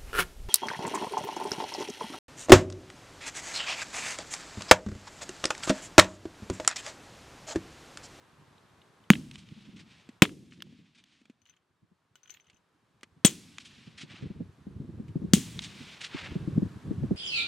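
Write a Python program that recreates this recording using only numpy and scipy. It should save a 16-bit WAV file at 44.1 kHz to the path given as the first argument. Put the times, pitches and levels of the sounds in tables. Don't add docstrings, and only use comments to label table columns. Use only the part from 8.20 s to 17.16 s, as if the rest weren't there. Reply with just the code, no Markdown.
import sys
import numpy as np
from scipy import signal
from scipy.fft import rfft, irfft, next_fast_len
from scipy.io import wavfile

SR = 44100
rng = np.random.default_rng(int(sys.argv[2]) if len(sys.argv) > 2 else 0)


def waveform_to_disk(signal):
    frames = np.transpose(np.atleast_2d(signal))
    scaled = np.clip(frames, -1, 1) * 32767
    samples = np.round(scaled).astype(np.int16)
    wavfile.write(sys.argv[1], SR, samples)


N = 395136
TIME = np.arange(N) / SR
AGE, BRIEF = TIME[:round(1.4 * SR)], TIME[:SR // 5]

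# start_s, crack_db, thump_db, thump_hz, swell_s, reflection_db, roll_db, roll_hz
SHOTS = [(0.9028, 4, -1.5, 198, 0.0031, -27.5, -24.5, 255.2),
         (2.021, 13, -0.5, 187.4, 0.00165, -9, -28, 318.4), (5.048, -23, -5.5, 189, 0.002, -26, -31, 305),
         (7.1351, -18, -5, 187, 0.0032, -29, -25.5, 250)]
# frequency_hz, density_db
BURST_SPECTRUM = [(400, -19.5), (900, -12.5), (1500, -3), (3000, 4.5), (4800, -4.5), (7000, -11),
                  (11000, -18), (15500, -19.5)]
# frequency_hz, density_db
FIELD_SPECTRUM = [(500, -15), (1000, -8.5), (1600, -1), (2500, 5), (3600, 4), (5000, -2), (7000, -7.5),
                  (9500, -12), (12000, -15.5), (15500, -29)]
# time_s, relative_level_db
BACKGROUND_LEVEL = [(0.0, -66), (0.82, -68.5), (1.27, -74.5), (1.97, -71), (2.14, -84), (3.67, -82.5),
                    (4.21, -79), (4.62, -78), (5.89, -71.5), (6.69, -70), (8.11, -61), (8.96, -62.5)]


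def from_db(db):
    return 10 ** (np.asarray(db) / 20)


def panned(x, left_db):
    return x * from_db([[left_db / 2], [-left_db / 2]])


def add(out, start_s, x):
    at = int(np.clip(round(start_s * SR), 0, N - 1))
    out[:, at:at + x.shape[-1]] += x[..., :N - at]


def low_pass(x, hz):
    return signal.sosfilt(signal.butter(6, min(hz, .45 * SR), fs=SR, output="sos"), x)


def noise(spectrum, size, apart):
    hz, db = np.transpose(spectrum)
    length = next_fast_len(size)
    bins = np.maximum(np.fft.rfftfreq(length, 1 / SR), 1)
    skirt = np.minimum(bins / hz[0], 1) ** 2
    gain = skirt * from_db(np.interp(np.log(bins), np.log(hz), db))
    mid, side = irfft(rfft(rng.standard_normal((2, length))) * gain, length)[:, :size]
    x = mid + apart * side * [[1], [-1]]
    return x / x.std()


def lumps(size, spread_db):
    return from_db(spread_db * noise([(2, -4), (18, -1.5), (60, -22.5), (600, -88)], size, apart=.2))


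def swell(peak_s):
    return BRIEF / peak_s * np.exp(1 - BRIEF / peak_s)


def plateau(peak_s, hold_s, rise_db_per_s, fall_db_per_s):
    early_s, late_s = np.maximum(peak_s - AGE, 0), np.maximum(AGE - peak_s - hold_s, 0)
    return from_db(-rise_db_per_s * early_s - fall_db_per_s * late_s)


def thump(hz, swell_s):
    radius = np.exp(-1 / (swell_s * SR))
    poles = [1, -2 * radius * np.cos(2 * np.pi * hz / SR), radius * radius]
    impulse = 1. * (BRIEF == 0)
    x = signal.lfilter([1, -1], poles, signal.lfilter([-1, 1], poles, impulse))
    return x / np.abs(x).max()


def rustle(gain_db=4):
    # frequency_hz, density_db
    spectrum = [(150, -3), (380, 2), (560, -2.5), (750, -2), (1100, 0.5), (1400, -3), (1650, -3),
                (2000, -8), (3000, -10.5), (3800, -11.5), (5000, -16), (8000, -19.5), (12000, -26.5),
                (15500, -44)]
    level_db = gain_db + np.interp(TIME, *np.transpose(BACKGROUND_LEVEL))
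    return from_db(level_db) * noise(spectrum, N, apart=.39)


def wind_strength(background_gain_db=-2):
    # centre_s, relative_level_db, half_length_s
    gusts = [(.25, -70, 0.14), (5.81, -68, 0.9), (6.142, -46, 0.12), (6.65, -47, .17), (7.004, -45.5, 0.44),
             (8.315, -38, 0.21), (8.825, -38.5, 0.21)]
    floor = from_db(background_gain_db + np.interp(TIME, *np.transpose(BACKGROUND_LEVEL)))
    gust_power = sum((from_db(db) * np.exp(-np.minimum(((TIME - centre_s) / half_s) ** 2, 20))) ** 2
                     for centre_s, db, half_s in gusts)
    return np.sqrt(floor ** 2 + gust_power)


def wind(rumble_gain_db=2, eddy_gain_db=-5, breakup_gain_db=-9, swell_cycles=.85):
    # frequency_hz, density_db
    rumble_spectrum = [(25, -26), (50, -12), (90, 3.5), (160, 2.5), (260, -6), (370, -11.5), (520, -24),
                       (800, -39), (1500, -55.5)]
    # start_s, relative_level_db, pitch_hz
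    buffets = [(3.62, -55, 107), (3.713, -52.5, 197), (4.964, -51, 152.4), (5.672, -40.5, 162),
               (5.831, -38, 150), (6.023, -26.5, 138), (6.101, -30, 194.5), (6.203, -22.5, 170.7),
               (6.467, -29.5, 197.8), (6.797, -27.5, 209), (6.955, -18.5, 167), (7.017, -26, 206),
               (7.039, -22.5, 178), (7.166, -16, 221), (7.945, -22.5, 270), (8.154, -21, 171),
               (8.274, -20.5, 176), (8.375, -14, 161), (8.42, -17, 191), (8.708, -16.5, 203),
               (8.833, -16.5, 239), (8.909, -11.5, 196)]
    breakup_spectrum = [(60, -26), (110, -1), (180, 7), (370, -3), (600, -23), (1000, -44), (3000, -80)]
    strength = wind_strength() * from_db(rumble_gain_db) * lumps(N, spread_db=4.5)
    out = strength * noise(rumble_spectrum, N, apart=.2)
    for start_s, db, hz in buffets:
        swell_s = swell_cycles / hz
        eddy = from_db(eddy_gain_db) * panned(thump(hz, swell_s), rng.normal(0, 1.2))
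        breakup = from_db(breakup_gain_db) * noise(breakup_spectrum, len(BRIEF), apart=.85)
        add(out, start_s, from_db(db) * (eddy + breakup * swell(1.25 * swell_s)))
    return low_pass(out, hz=900)


def faint_ticks():
    # start_s, level_db, pitch_hz
    ticks = [(0.38, -60.5, 3830), (0.616, -58, 3460), (.838, -60, 3100)]
    out = np.zeros((2, N))
    for start_s, db, hz in ticks:
        band = noise([(hz / 2, -18), (hz, 0), (hz * 1.3, -18), (hz * 2, -35)], len(BRIEF), apart=.22)
        add(out, start_s, from_db(db) * band * swell(peak_s=.0018))
    return out


def gear_knocks():
    # start_s, thud_db, clack_db, decay_s
    knocks = [(1.890, -38, -50.5, 0.0063), (2.469, -45.5, -72, .003), (2.526, -48, -72, 0.0043),
              (3.015, -53, -65, .005), (3.055, -65, -57.5, 0.0043), (3.098, -42.5, -61, 0.0089),
              (4.097, -74, -51, 0.0043), (4.299, -76, -54, 0.0064), (4.81, -74, -59.5, 0.0031),
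              (4.8318, -50.5, -37.5, 0.0044), (6.882, -62, -59, 0.012)]
    spectrum = [(300, -3.5), (900, -10), (2400, 4.5), (5000, -8.5), (8000, -10.5), (15000, -50)]
    out = np.zeros((2, N))
    for start_s, thud_db, clack_db, decay_s in knocks:
        clack = noise(spectrum, len(BRIEF), apart=.21) * np.exp(-BRIEF / decay_s)
        add(out, start_s, from_db(thud_db) * thump(hz=230, swell_s=.0027) + from_db(clack_db) * clack)
    return out


def steel_ring(spread_db=10.5):
    # pitch_hz, level_db, t60_s, left_over_right_db
    modes = [(1484, -15, 0.039, -3), (1784, -25, 0.03, 1), (2160, -21, 0.037, -2), (2600, -31, .02, 0),
             (2980, -3, 0.034, 2), (3500, -26, 0.019, 4), (4310, -18, 0.022, 9), (6170, 0, 0.06, 14),
             (6300, -21.5, 0.031, 30), (6680, -22, 0.075, 6), (7030, -7, 0.03, 7), (7650, -26, 0.024, 15),
             (12020, -39, .06, -5), (13800, -35, 0.069, -6), (14340, -36, 0.12, -6)]
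    mode_db = np.transpose(modes)[1]
    strengths = from_db(mode_db + rng.normal(0, spread_db, len(modes)))
    strengths *= np.linalg.norm(from_db(mode_db)) / np.linalg.norm(strengths)
    return sum(panned(strength * from_db(-60 * BRIEF / t60_s) * np.sin(2 * np.pi * hz * BRIEF), left_db)
               for (hz, _, t60_s, left_db), strength in zip(modes, strengths))


def bolt(ring_gain_db=-10, rattle_db=-59.5, rattle_s=.13, tick_s=.0038, slide_s=.047):
    # start_s, relative_level_db
    contacts = [(3.2177, -56.5), (3.255, -50), (3.2964, -47), (3.9556, -41), (4.0325, -46.5), (4.0557, -51),
                (4.0754, -50), (4.0962, -40.5), (4.1051, -37), (4.1212, -47), (4.1408, -42)]
    # start_s, level_db, swell_s
    slides = [(3.25, -76.5, 0.034), (4.03, -80, 0.049), (4.134, -69.5, 0.019), (4.252, -73.5, 0.022)]
    scrape_spectrum = [(1200, -3), (1700, 2), (3200, 9), (4800, -16), (6500, -11), (9000, -28),
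                       (15000, -26.5)]
    out = np.zeros((2, N))
    rattles = [(start_s + rattle_s * when, rattle_db) for start_s, *_ in slides for when in rng.random(5)]
    tick_and_slide = from_db(-17.5) * np.exp(-BRIEF / tick_s) + from_db(-29.5) * np.exp(-BRIEF / slide_s)
    for start_s, db in contacts + rattles:
        ring = from_db(ring_gain_db) * steel_ring()
        contact = tick_and_slide * noise(BURST_SPECTRUM, len(BRIEF), apart=.6)
        add(out, start_s, from_db(db) * (ring + contact))
    for start_s, db, swell_s in slides:
        scrape = noise(scrape_spectrum, len(BRIEF), apart=.26)
        stick_slip_db = 9.5 * noise([(40, 10), (160, -5.5), (500, -29), (3000, -80)], len(BRIEF), apart=.1)
        add(out, start_s, from_db(db + stick_slip_db) * scrape * swell(swell_s))
    return out


def air_absorption(x, db_per_s_at_10khz=15.5):
    size, step_s = next_fast_len(len(AGE) + len(BRIEF)), AGE[-1] / 4
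    spectrum = rfft(x, size)
    loss_db_per_s = db_per_s_at_10khz * (np.fft.rfftfreq(size, 1 / SR) / 10000) ** 2.8
    out = np.zeros_like(x)
    for k in range(5):
        dulled = irfft(spectrum * from_db(-loss_db_per_s * k * step_s), size)[:, :len(AGE)]
        out += dulled * np.maximum(1 - np.abs(AGE / step_s - k), 0)
    return out


def foliage(tilt_db_per_octave, size):
    spectrum = [(hz, db + tilt_db_per_octave * np.log2(hz)) for hz, db in FIELD_SPECTRUM]
    grit_db = 1.5 * noise([(40, -1.5), (250, -1), (800, -23.5), (5000, -78.5)], size, apart=.1)
    return low_pass(noise(spectrum, size, apart=.057), hz=9000) * from_db(grit_db)


def far_echoes(tree_gap_s=.029, second_gain_db=2.9, woods_behind_s=.13):
    # bank_delay_s, bank_db, bank_gap_s, trees_delay_s,
    # trees_db, woods_db, woods_tilt_db_per_octave, wash_db, boom_delay_s, boom_db
    paths = [(0.23, -56.5, 0.045, .657, -56, -62.5, -1.5, -62, .71, -52),
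             (.282, -66.5, 0.021, .725, -62.5, -69.5, -0.5, -67, .51, -54.5),
             (.349, -53, 0.05, .727, -46.5, -54.5, -4, -58, 0.87, -60),
             (.281, -44.5, 0.02, .671, -40.5, -43.5, -5.5, -50, 0.47, -54)]
    out, size = np.zeros((2, N)), len(AGE)
    for (start_s, *_), path in zip(SHOTS, paths):
        bank_s, bank_db, bank_gap_s, trees_s, trees_db, woods_db, woods_tilt, wash_db, boom_s, boom_db = path
        bank, trees = (bank_s, bank_gap_s, bank_db, 3), (trees_s, tree_gap_s, trees_db, 0)
        for delay_s, gap_s, db, tilt in bank, trees:
            for k in range(2):
                echo = foliage(tilt, len(BRIEF)) * swell(peak_s=.01)
                add(out, start_s + delay_s + k * gap_s, from_db(db + k * second_gain_db) * echo)
        woods = foliage(woods_tilt, size) * lumps(size, spread_db=1.64)
        woods *= plateau(trees_s + woods_behind_s, hold_s=.1, rise_db_per_s=326, fall_db_per_s=115.5)
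        wash = air_absorption(noise(FIELD_SPECTRUM, size, apart=.16)) * lumps(size, spread_db=1.43)
        wash *= plateau(peak_s=.5, hold_s=.036, rise_db_per_s=21, fall_db_per_s=33)
        add(out, start_s, from_db(woods_db) * woods + from_db(wash_db) * wash)
        add(out, start_s, from_db(boom_db) * boom(boom_s))
    return out


def boom(peak_s):
    # frequency_hz, density_db
    spectrum = [(50, -24), (110, -4.5), (200, 2.5), (280, -4.5), (400, -17), (700, -38), (1500, -59.5)]
    envelope = plateau(peak_s, hold_s=.015, rise_db_per_s=24.5, fall_db_per_s=133)
    return noise(spectrum, len(AGE), apart=.15) * envelope * lumps(len(AGE), spread_db=5.5)


def slap_echoes(rise_s=.00087, decay_s=.0018):
    # arrival_s, relative_level_db, cutoff_hz
    reflections = [(.917, -26, 4200), (.934, -17.5, 3730), (0.953, -23.5, 3270), (1.112, -35, 11000),
                   (1.156, -32.5, 8680), (1.288, -43, 5970), (2.0519, -15.5, 3340), (2.093, -37, 2600),
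                   (2.322, -37, 2780), (2.334, -40, 2400), (2.404, -40, 5000), (2.4218, -29, 14700),
                   (2.839, -46.5, 12050), (5.383, -27, 9000), (7.391, -22, 8100)]
    out = np.zeros((2, N))
    envelope = np.minimum(BRIEF / rise_s, 1) * np.exp(-BRIEF / decay_s)
    for arrival_s, db, cutoff_hz in reflections:
        burst = low_pass(noise(BURST_SPECTRUM, len(BRIEF), apart=.12), cutoff_hz)
        add(out, arrival_s, from_db(db) * burst * envelope)
    return out


def ground_roll(hz, hold_s=.025, fall=1.273, sink_ratio=.72, sink_s=.14):
    band = [(1 / 4, -14), (1 / 2, -6), (1, 0), (1.2, -3), (1.9, -26), (10, -65)]   # ratio, density_db
    near, far = (noise([(ratio * centre_hz, db) for ratio, db in band], len(AGE), apart=.15)
                 for centre_hz in (hz, sink_ratio * hz))
    nearness = np.exp(-AGE / sink_s)
    sinking = np.sqrt(nearness) * near + np.sqrt(1 - nearness) * far
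    fade = (1 + AGE / hold_s) ** -fall * (1 - AGE / AGE[-1]) ** .5
    return sinking * fade * lumps(len(AGE), spread_db=.5)


def grass_scatter(hold_s=.05, fall=1.8):
    # frequency_hz, density_db
    spectrum = [(600, -13), (1200, -10), (2200, -2), (3600, 0), (5200, 2), (8000, 0.5), (11000, -4.5),
                (13500, -15), (15500, -24)]
    return air_absorption(noise(spectrum, len(AGE), apart=.25)) * (1 + AGE / hold_s) ** -fall


def from_left(x, lean, direct_s=.09):
    treble = signal.sosfilt(signal.butter(1, [5500, 9300], "band", fs=SR, output="sos"), x)
    return x + treble * np.clip(lean, 0, 1) * np.exp(-AGE / direct_s) * [[1], [-1]]


def muzzle_gas(blast_db, hiss_db, hold_s, fall, lean):
    # frequency_hz, density_db
    hiss_spectrum = [(1000, -14.5), (2200, -7.5), (3300, 3.5), (5000, -12), (6600, 0), (8300, -2.5),
                     (10500, -17.5), (13000, -15), (15500, -13.5)]
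    # frequency_hz, density_db
    blast_spectrum = [(300, -3), (550, -0.5), (800, -5.5), (1400, -6.5), (2100, -5.5), (3000, 1.5),
                      (4500, -12.5), (8000, -15), (15500, -31)]
    hiss = from_db(hiss_db) * noise(hiss_spectrum, len(AGE), apart=.21)
    blast = from_db(blast_db) * noise(blast_spectrum, len(AGE), apart=.38)
    eddies_db = 2.5 * noise([(50, 2.5), (400, -1.5), (1200, -26.5), (6000, -80.5)], len(AGE), apart=.1)
    return from_left(hiss + blast, lean) * from_db(eddies_db) * (1 + AGE / hold_s) ** -fall


def whistle(end_hz=6000, drop_hz=6100, drop_s=.0135, peak_s=.012, width_s=.0029, length_s=.035):
    hz = end_hz + drop_hz * np.exp(-BRIEF / drop_s)
    wobble = .4 * noise([(100, 5.5), (600, -3), (3000, -25)], len(BRIEF), apart=.27)
    peak = np.exp(-((BRIEF - peak_s) / width_s) ** 2)
    trail = .55 * np.sin(np.pi * np.minimum(BRIEF / length_s, 1))
    return (peak + trail) * np.sin(2 * np.pi * np.cumsum(hz) / SR + wobble)


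def crack(width_s=.00042, ring_hz=2300, ring_s=.00045):
    n_wave = (2 * BRIEF / width_s - 1) * (BRIEF < width_s)
    return n_wave - .94 * np.sin(2 * np.pi * ring_hz * BRIEF) * np.exp(-BRIEF / ring_s)


def rifle_shots(reflection_s=.0048):
    # blast_db, hiss_db, hold_s, fall_exponent, scatter_db, whistle_db,
    # left_lean (0-1)
    muzzles = [(-21, -28.5, 0.0041, 1.5, -42.5, -54.5, 0), (-5.5, -26.5, .012, 3.3, -46, -61, 0.4),
               (-21, -11.5, 0.026, 3.48, -35, -17, 0.93), (-46, -14, 0.0042, 1.37, -31, -34, 0.83)]
    out = np.zeros((2, N))
    reflection = -(thump(hz=250, swell_s=.002) + .24 * thump(hz=736, swell_s=.002))
    for shot, muzzle in zip(SHOTS, muzzles):
        start_s, crack_db, thump_db, thump_hz, swell_s, reflection_db, roll_db, roll_hz = shot
        blast_db, hiss_db, hold_s, fall, scatter_db, whistle_db, lean = muzzle
        add(out, start_s, from_db(crack_db) * crack() + from_db(thump_db) * thump(thump_hz, swell_s))
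        add(out, start_s + reflection_s, from_db(reflection_db) * reflection)
        add(out, start_s, from_db(whistle_db) * panned(whistle(), left_db=11.5))
        add(out, start_s, muzzle_gas(blast_db, hiss_db, hold_s, fall, lean))
        add(out, start_s, from_db(scatter_db) * grass_scatter())
        add(out, start_s, from_db(roll_db) * ground_roll(roll_hz))
    return out


def scene():
    gunfire = rifle_shots() + far_echoes() + slap_echoes()
    return gunfire + bolt() + gear_knocks() + wind() + rustle() + faint_ticks()


def record(dry, bass_cut_hz=30, treble_cut_hz=15900):
    clipped = np.clip(dry, -1, 1)
    thinned = signal.sosfilt(signal.butter(1, bass_cut_hz, "high", fs=SR, output="sos"), clipped)
    return signal.sosfilt(signal.cheby1(12, .2, treble_cut_hz, fs=SR, output="sos"), thinned)


dry = scene()
out = record(dry)
waveform_to_disk(out)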